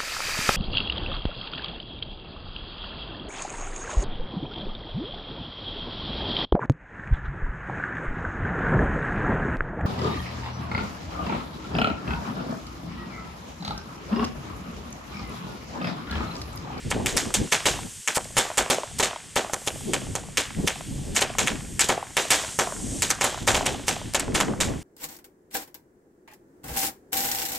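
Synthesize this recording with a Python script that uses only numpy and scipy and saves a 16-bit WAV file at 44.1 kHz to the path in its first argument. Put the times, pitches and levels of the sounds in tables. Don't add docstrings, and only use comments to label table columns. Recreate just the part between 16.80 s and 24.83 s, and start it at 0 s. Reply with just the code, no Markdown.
import sys
import numpy as np
from scipy import signal
from scipy.fft import rfft, irfft, next_fast_len
from scipy.io import wavfile
from scipy.ndimage import uniform_filter1d, minimum_filter1d

SR = 44100
rng = np.random.default_rng(int(sys.argv[2]) if len(sys.argv) > 2 else 0)


def magnitude_from_level(level_db):
    exponent = np.asarray(level_db, float) / 20
    return 10 ** exponent


def materialize(psi):
    bounded = np.clip(np.atleast_2d(psi).T, -1, 1)
    quanta = np.round(bounded * 32767).astype(np.int16)
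    wavfile.write(sys.argv[1], SR, quanta)


N = 354123

# [t/s, hiss level/dB]
FUSE_BURN = [(0.0, -45), (0.4, -45.5), (0.7, -43), (1.05, -41), (1.4, -37), (1.55, -39.5), (2.1, -43),
             (2.66, -43), (3.2, -40.5), (3.62, -44), (3.85, -41), (4.3, -42.5), (5.4, -43), (5.85, -39.5),
             (6.2, -37), (6.45, -47.5), (7.2, -45.5), (8.03, -47.5)]
# [f/Hz, level/dB per Hz]
FUSE_COLOUR = [(290, -11), (500, -12), (721, -35), (885, -21), (2360, -12), (3210, -10.5), (3880, -15),
               (5270, -6), (8540, -0.5), (12900, -19.5), (15100, -40.5), (16500, -76.5)]
ROAR_DB, ROAR_SLOPE = -50.5, 0.21
FLARE_HISS_DB, FLARE_ROAR_DB, FLARE_T60_S = -11.5, -11.5, 0.5

# [t/s, rumble level/dB]
BREEZE_RUMBLE = [(0, -49), (0.1, -43), (0.6, -54), (0.72, -51), (1.05, -37.5), (1.27, -81), (1.42, -44.5),
                 (2.0, -58), (2.7, -49.5), (2.9, -51), (3.05, -37.5), (3.65, -44), (4.2, -44),
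                 (4.95, -35.5), (5.25, -49), (5.95, -45), (7.2, -39.5), (8.03, -41)]
# [t/s, length/s, level/dB, flutter over rumble/dB]
WIND_PUFFS = [(0.072, 0.045, -29, -13.5), (.17, .07, -37, 5.5), (0.22, 0.11, -31, -1),
              (0.354, 0.036, -30.5, 2.5), (0.467, 0.07, -36.5, 3.5), (0.61, 0.072, -28, -6),
              (0.862, 0.033, -39, -6), (0.943, 0.05, -34.5, -15), (1.183, 0.035, -41, -31),
              (1.583, 0.027, -32, -30), (1.816, 0.044, -36, -23), (2.184, 0.14, -40.5, -18),
              (2.952, 0.032, -34, -12), (3.127, 0.13, -46, 8), (3.29, 0.11, -36.5, -7.5),
              (3.79, 0.035, -28, -6), (3.849, 0.028, -28.5, -3), (4.17, 0.16, -31.5, -10.5),
              (4.31, 0.075, -31, -8.5), (4.59, 0.025, -37, -12), (4.644, .04, -35, -7),
              (4.733, .06, -36.5, -1.5), (6.132, 0.2, -33, -5.5), (6.636, 0.046, -32.5, -9.5),
              (6.74, .05, -33, -23), (6.86, 0.26, -38.5, -1.5), (7.24, 0.049, -38.5, -26),
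              (7.51, 0.13, -33, -3), (7.73, 0.14, -33, 1.5), (7.908, 0.14, -30, -3.5)]
# [f/Hz, level/dB per Hz]
WIND_COLOUR = [(12, -39), (20, -4), (117, -1), (240, -4), (419, -12.5), (476, -14.5), (624, -20.5),
               (858, -24), (900, -27), (1170, -21), (1980, -120)]
# [f/Hz, side share]
WIND_SIDE_SHARE = [(25, 0.23), (60, 0.34), (125, 0.43), (300, 0.75), (800, 1)]
FLUTTER_DB, FLUTTER_SLOPE = -54, 1

# [start t/s, end t/s, level at the
# end/dB]
GAS_JETS = [(0.1, 0.113, -26), (0.365, 0.369, -24), (0.715, 0.72, -31), (0.858, 0.869, -32),
            (1.343, 1.368, -23.5), (1.444, 1.4445, -32.5), (1.554, 1.57, -39), (2.182, 2.194, -29),
            (2.556, 2.56, -24), (2.7265, 2.744, -30), (2.861, 2.8745, -31.5), (3.863, 3.879, -30),
            (4.345, 4.359, -28), (4.406, 4.414, -25.5), (4.66, 4.671, -34), (5.086, 5.0905, -21),
            (6.293, 6.305, -27), (6.404, 6.415, -32), (6.666, 6.678, -26), (6.854, 6.868, -24),
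            (7.066, 7.094, -27), (7.336, 7.337, -28), (7.81, 7.81, -37), (5.3663, 5.369, -23.5),
            (0.542, 0.543, -37.5), (1.773, 1.774, -22), (3.339, 3.34, -43), (7.54, 7.548, -32)]
# [f/Hz, level/dB per Hz]
JET_COLOUR = [(410, -29), (700, -5.5), (2390, -8), (3850, -8), (4640, -5), (8080, -0.5), (13900, -17),
              (15700, -28), (16500, -51)]

# [t/s, crack level/dB, snap level/dB, spray level/dB, spray t60/s]
PLAIN_TUBES = [(0.1152, -10, -22, -38, 0.24), (0.7223, -0.5, -6.5, -21.5, 0.14),
               (0.8566, -8.5, -14.5, -19.5, 0.19), (1.5686, -10, -12.5, -22.5, 0.21),
               (1.5815, -6.5, -6, -28.5, 0.19), (2.1983, -12.5, -16, -27, 0.062),
               (2.2277, -9, -11, -23.5, 0.13), (2.735, -15, -14, -44, 0.12), (2.8752, -12, -16, -37, 0.05),
               (3.1349, -8, -11, -31, 0.088), (3.3535, -18.5, -14, -39.5, 0.14),
               (3.8754, -5.5, -10, -30, 0.18), (4.4181, -10, -17.5, -27, 0.065),
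               (4.5848, -9, -11, -24, 0.22), (5.3692, -7, -14, -23, 0.23), (5.505, -4, -5, -23, 0.12),
               (5.5143, -3.5, -4.5, -21, 0.23), (6.4115, -7, -11, -25, 0.26), (6.4427, -11, -12, -27, 0.16),
               (6.8625, -11, -18, -27, 0.22), (7.082, -9.5, -13, -26.5, 0.21),
               (7.3467, -9.5, -13, -26.5, 0.068), (7.5495, -8, -12, -24, 0.18),
               (7.6026, -8, -15, -28, 0.077)]
SHARP_TUBES = [(0.2607, -9, -11.5, -26.5, 0.23), (0.3719, -9.5, -8.5, -25.5, 0.18),
               (0.5411, -12.5, -9.5, -25.5, 0.12), (1.276, -6, -8, -29, 0.21),
               (3.5723, -6, -10.5, -23.5, 0.18), (4.363, -6, -7, -25, 0.14),
               (4.6738, -6.5, -16, -29.5, 0.15), (4.9938, -5.5, -6.5, -28.5, 0.22),
               (5.0074, -10, -6, -26, 0.18), (6.2218, -10.5, -9, -26.5, 0.2),
               (6.3043, -8, -7.5, -31, 0.078), (7.3966, -15.5, -13.5, -36.5, 0.099),
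               (7.8034, -13.5, -14, -23.5, 0.17)]
DEEP_TUBES = [
    (1.3722, -13.5, -15, -54.5, 0.16),
    (1.7788, -3.5, -4.5, -23, 0.12),
    (1.9007, -8, -10, -22.5, 0.17),
    (2.5635, -7, -13.5, -25.5, 0.17),
    (5.094, -9, -17.5, -26, 0.13),
    (5.7894, -6, -8.5, -26, 0.19),
    (6.6759, -4.5, -9, -21, 0.22),
    (6.7455, -6.5, -12, -25.5, 0.18),
]
SHARP_THUMP_DB, PLAIN_THUMP_DB, DEEP_THUMP_DB = -40.5, -18.5, -10.5

# [delay t/s, level/dB,
# centre f/Hz, width f/Hz, left minus right/dB]
ECHOES = [(.00225, -4, 2000, 9000, 0), (.0034, -5, 7000, 6000, 0), (.004, -8, 3000, 6000, 0),
          (.0076, 0, 3000, 5000, -3.5), (.0085, -6, 2500, 7000, -3), (.0098, -10, 4000, 6000, -2),
          (.0292, -4, 2000, 2000, -3),
          (.012, -3, 795, 1000, 9), (.0161, -6.5, 880, 880, 0), (.02, -3, 844, 895, -4),
              (.0305, -33, 820, 890, 6), (0.0329, 0, 554, 533, -1.5), (0.0457, -16, 6000, 6000, -6),
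              (.0817, -14.5, 2980, 3000, -5), (.0835, -1.5, 720, 440, -1), (.1325, -17.5, 3300, 2448, -4.5),
              (0.1336, -4, 814, 695, 0), (.1385, -15, 704, 600, -1), (0.1754, -20, 1760, 2500, 1),
              (0.212, -22, 900, 700, -2)]
# [centre f/Hz, level/dB, t60/s]
FIELD_SCATTER = [(320, -31, 0.29), (533, -25.5, 0.09), (1000, -33.5, 0.57), (1940, -37.5, 0.16),
                 (4500, -71, 0.084)]
# [f/Hz, level/dB per Hz]
SPRAY_COLOUR = [(410, 9.5), (700, 1), (1110, -1), (1490, -8), (1960, -4), (3330, 1.5), (4520, -1.5),
                (7460, 1.5), (14100, -18.5), (15900, -48), (16500, -58)]


def unit(x):
    return x / np.sqrt(np.mean(x ** 2))


def coloured(points):
    hz, db = np.transpose(points)
    size = next_fast_len(N)
    log_hz = np.log(np.fft.rfftfreq(size, 1 / SR) + 1)
    gain = magnitude_from_level(np.interp(log_hz, np.log(hz), db))
    return unit(irfft(rfft(rng.standard_normal(size)) * gain, size)[:N])


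def band(x, hz, width_hz):
    return signal.lfilter(*signal.iirpeak(min(hz, .4 * SR), hz / width_hz, SR), x)


def below(x, hz):
    return signal.sosfilt(signal.butter(2, hz, fs=SR, output="sos"), x)


def walk(rate):
    k = int(SR / rate)
    steps = np.repeat(rng.standard_normal(N // k + 1), k)
    return unit(uniform_filter1d(uniform_filter1d(steps, k), k)[:N])


def spread(mid, side, share):
    return np.array([mid + share * side, mid - share * side])


def patchy(points, side_share, patch_db, rate):
    mid, side = coloured(points), coloured(points)
    out = np.zeros((2, N))
    for hz in 900 * 2. ** np.arange(5):
        stereo = spread(mid, side, side_share * (hz / 4000) ** 0.063)
        out += magnitude_from_level(patch_db * walk(rate)) * band(stereo, hz, hz * 0.53)
    return out / np.std(out)


def add(out, x, s):
    i = int(s * SR)
    out[..., i:i + x.shape[-1]] += x[..., :N - i]


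def curves(table):
    s, *columns = np.transpose(table)
    return [np.interp(np.arange(N) / SR, s, c) for c in columns]


def bangs():
    kinds = (SHARP_TUBES, SHARP_THUMP_DB), (PLAIN_TUBES, PLAIN_THUMP_DB), (DEEP_TUBES, DEEP_THUMP_DB)
    return sorted((*row, thump_db) for rows, thump_db in kinds for row in rows)


def burning():
    hiss_db, = curves(FUSE_BURN)
    roar_db = ROAR_DB + ROAR_SLOPE * (hiss_db + 42)
    flare, t = np.zeros(N), np.arange(SR // 2) / SR
    for s, _, _, spray_db, *_ in bangs():
        add(flare, magnitude_from_level(2 * (spray_db - 60 * t / FLARE_T60_S)), s)
    hiss_power = magnitude_from_level(2 * hiss_db) + magnitude_from_level(2 * FLARE_HISS_DB) * flare
    roar_power = magnitude_from_level(2 * roar_db) + magnitude_from_level(2 * FLARE_ROAR_DB) * flare
    return 10 * np.log10(hiss_power), 10 * np.log10(roar_power)


def fuse(hiss_db, roar_db):
    noise = patchy(FUSE_COLOUR, 0.13, patch_db=2.5, rate=3.943)
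    roar = below(noise, 4300)
    return magnitude_from_level(hiss_db + 1.5) * unit(noise - roar) + magnitude_from_level(roar_db + 5.5) * unit(roar)


def gusts():
    t = np.arange(N) / SR
    breeze_db, = curves(BREEZE_RUMBLE)
    rumble = magnitude_from_level(2 * breeze_db)
    flutter = magnitude_from_level(2 * (FLUTTER_DB + FLUTTER_SLOPE * (breeze_db + 44)))
    for s, length, db, sharp_db in WIND_PUFFS:
        puff = magnitude_from_level(2 * db) * np.exp(-np.minimum((2 * (t - s) / length) ** 2, 50))
        rumble = rumble + puff
        flutter = flutter + magnitude_from_level(2 * sharp_db) * puff
    return 10 * np.log10(rumble), 10 * np.log10(flutter)


def wind(rumble_db, flutter_db):
    out, buffet = 0, 1.43 * np.tanh(walk(60) / 1.7)
    share_hz, share = np.transpose(WIND_SIDE_SHARE)
    air = np.array([coloured(WIND_COLOUR), coloured(WIND_COLOUR)])
    for hz in 25 * 2 ** np.arange(0, 5.1, .5):
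        eddy = np.roll(air, shift=rng.integers(N), axis=1)
        eddy = band(band(eddy, hz, hz * .5), hz, hz * .5)
        slow = uniform_filter1d(eddy ** 2, size=SR // 8) / np.mean(eddy ** 2)
        eddy = eddy * (slow + 0.046) ** -.3
        high = np.clip(np.log2(hz / 160.0), 0, 1)
        db = (1 - high) * (rumble_db - 0.5) + high * (flutter_db + 6.0)
        db = db + 3.0 * buffet * (0.19 + 0.88 * high) + 3.2 * walk(30)
        side_share = np.interp(np.log(hz), np.log(share_hz), share)
        out = out + magnitude_from_level(db) * eddy * np.array([[1], [side_share]])
    mid, side = out
    mid = mid - 1.2 * (mid ** 2 - uniform_filter1d(mid ** 2, size=1500))
    return spread(mid, side, 1)


def jets():
    gain = np.zeros(N)
    for start, end, db in GAS_JETS:
        rise = np.linspace(0, 1, int((end - start) * SR))
        add(gain, magnitude_from_level(db - 12 * (0.7 - rise)) * np.minimum(1, rise / 0.26), start)
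        add(gain, magnitude_from_level(db - 60 * np.arange(2000) / SR / 0.019), end)
    return gain * magnitude_from_level(2.2 * walk(710)) * spread(coloured(JET_COLOUR), coloured(JET_COLOUR), 0.21)


def blast(crack_db, thump_db, snap_db, chance):
    t = np.arange(512) / SR
    thump = np.cos(2 * np.pi * 640 * (1 + 0.09 * chance[2]) * (t - .0004))
    thump = thump * np.exp(-t / 0.00054) * (1 - np.exp(-(t / 0.000059) ** 2))
    crack = np.cos(2 * np.pi * 2200 * (1 + .12 * chance[0]) * (t - .0004))
    crack = crack * np.exp(-((t - .00044) / .00027) ** 2)
    torn_paper = chance * np.exp(-t / 0.00049) * (t > .0002)
    snap = band(band(torn_paper, 7400, 5200), 7400, 5200)
    body = magnitude_from_level(crack_db) * crack + magnitude_from_level(thump_db + 8.0) * thump
    return body, magnitude_from_level(snap_db + 4.0) * snap / abs(snap).max()


def add_echoes(out, pulse, s, lift_db):
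    for lag, db, hz, width_hz, pan_db in ECHOES:
        u, v = rng.standard_normal(2)
        echo = band(pulse, hz * (1 + .07 * v), width_hz)
        if lag > .011:
            echo = band(echo, hz, width_hz)
        if lag > .04:
            first = np.roll(echo, shift=int(30 + 12 * v), axis=1)
            second = np.roll(echo, shift=int(95 + 25 * u), axis=1)
            echo = echo + .5 * first + 0.59 * second
        risen = 1 - np.exp(-(lag / .025) ** 2)
        scatter_db = 1.3 * u
        pan = np.array([[pan_db], [-pan_db]]) / 2
        add(out, echo * magnitude_from_level(db + risen * lift_db + scatter_db + pan), s + lag)


def spray_power(crack_db, snap_db, spray_db, t60):
    t = np.arange(SR // 3) / SR
    attack = (1 - np.exp(-t / 0.0049)) ** 2
    linger = np.minimum(1 + magnitude_from_level(-28 + 70 * t / 0.17), 1e3)
    bright_db = np.array([[-1], [1]]) * 0.27 * (snap_db - crack_db)
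    return magnitude_from_level(2 * (spray_db + bright_db - 60 * (t - .018) / t60)) * attack * linger


def spray(power):
    sparks = magnitude_from_level(1.8 * walk(900)) * patchy(SPRAY_COLOUR, 0.22, patch_db=1.5, rate=150)
    dull = below(sparks, 4300)
    return np.sqrt(power[0]) * dull + np.sqrt(power[1]) * (sparks - dull)


def field(blasts):
    t = np.arange(SR // 2) / SR
    grain = rng.standard_normal((2, len(t))) * magnitude_from_level(4.5 * rng.standard_normal(len(t)))
    onset = 1 - np.exp(-(t / .012) ** 2)
    answer = sum(band(grain, hz, hz) * magnitude_from_level(db - 60 * t / t60) for hz, db, t60 in FIELD_SCATTER) * onset
    return np.array([signal.fftconvolve(blasts, a)[:N] for a in spread(*answer, 0.29)])


def crackers():
    out, far, power = np.zeros((2, N)), np.zeros(N), np.zeros((2, N))
    for s, crack_db, snap_db, spray_db, t60, thump_db in bangs():
        chance = rng.standard_normal(512)
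        body, snap = blast(crack_db, thump_db, snap_db, chance)
        pulse = body + spread(snap, np.roll(snap, shift=3), 0.2 * np.sign(chance[1]))
        lift_db = .6 * (spray_db + 14 - max(crack_db, snap_db))
        add(out, pulse, s - .0004)
        add_echoes(out, pulse, s - .0004, lift_db)
        add(far, (body + snap) * magnitude_from_level(lift_db), s)
        add(power, spray_power(crack_db, snap_db, spray_db, t60), s)
    return out + spray(power) + field(far)


def scene():
    return fuse(*burning()) + wind(*gusts()) + jets() + crackers()


def narrow(x):
    mid, side = (x[0] + x[1]) / 2, (x[0] - x[1]) / 2
    treble = signal.sosfiltfilt(signal.butter(4, 3800, "high", fs=SR, output="sos"), side)
    power = uniform_filter1d(treble ** 2, size=1024) / magnitude_from_level(2 * -47.5)
    return spread(mid, side - treble / (1 + power ** 3), 0.9)


def top_cut(x):
    return signal.sosfilt(signal.butter(12, 16970, fs=SR, output="sos"), x)


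def record(dry):
    gain = np.minimum(1, .66 / (abs(dry).max(axis=0) + 1e-9))
    gain = uniform_filter1d(minimum_filter1d(gain, size=89), size=89)
    top = signal.butter(8, 15200, fs=SR, output="sos")
    mix = signal.sosfilt(top, narrow(dry * gain))
    return top_cut(mix)


dry = scene()
out = record(dry)
materialize(out)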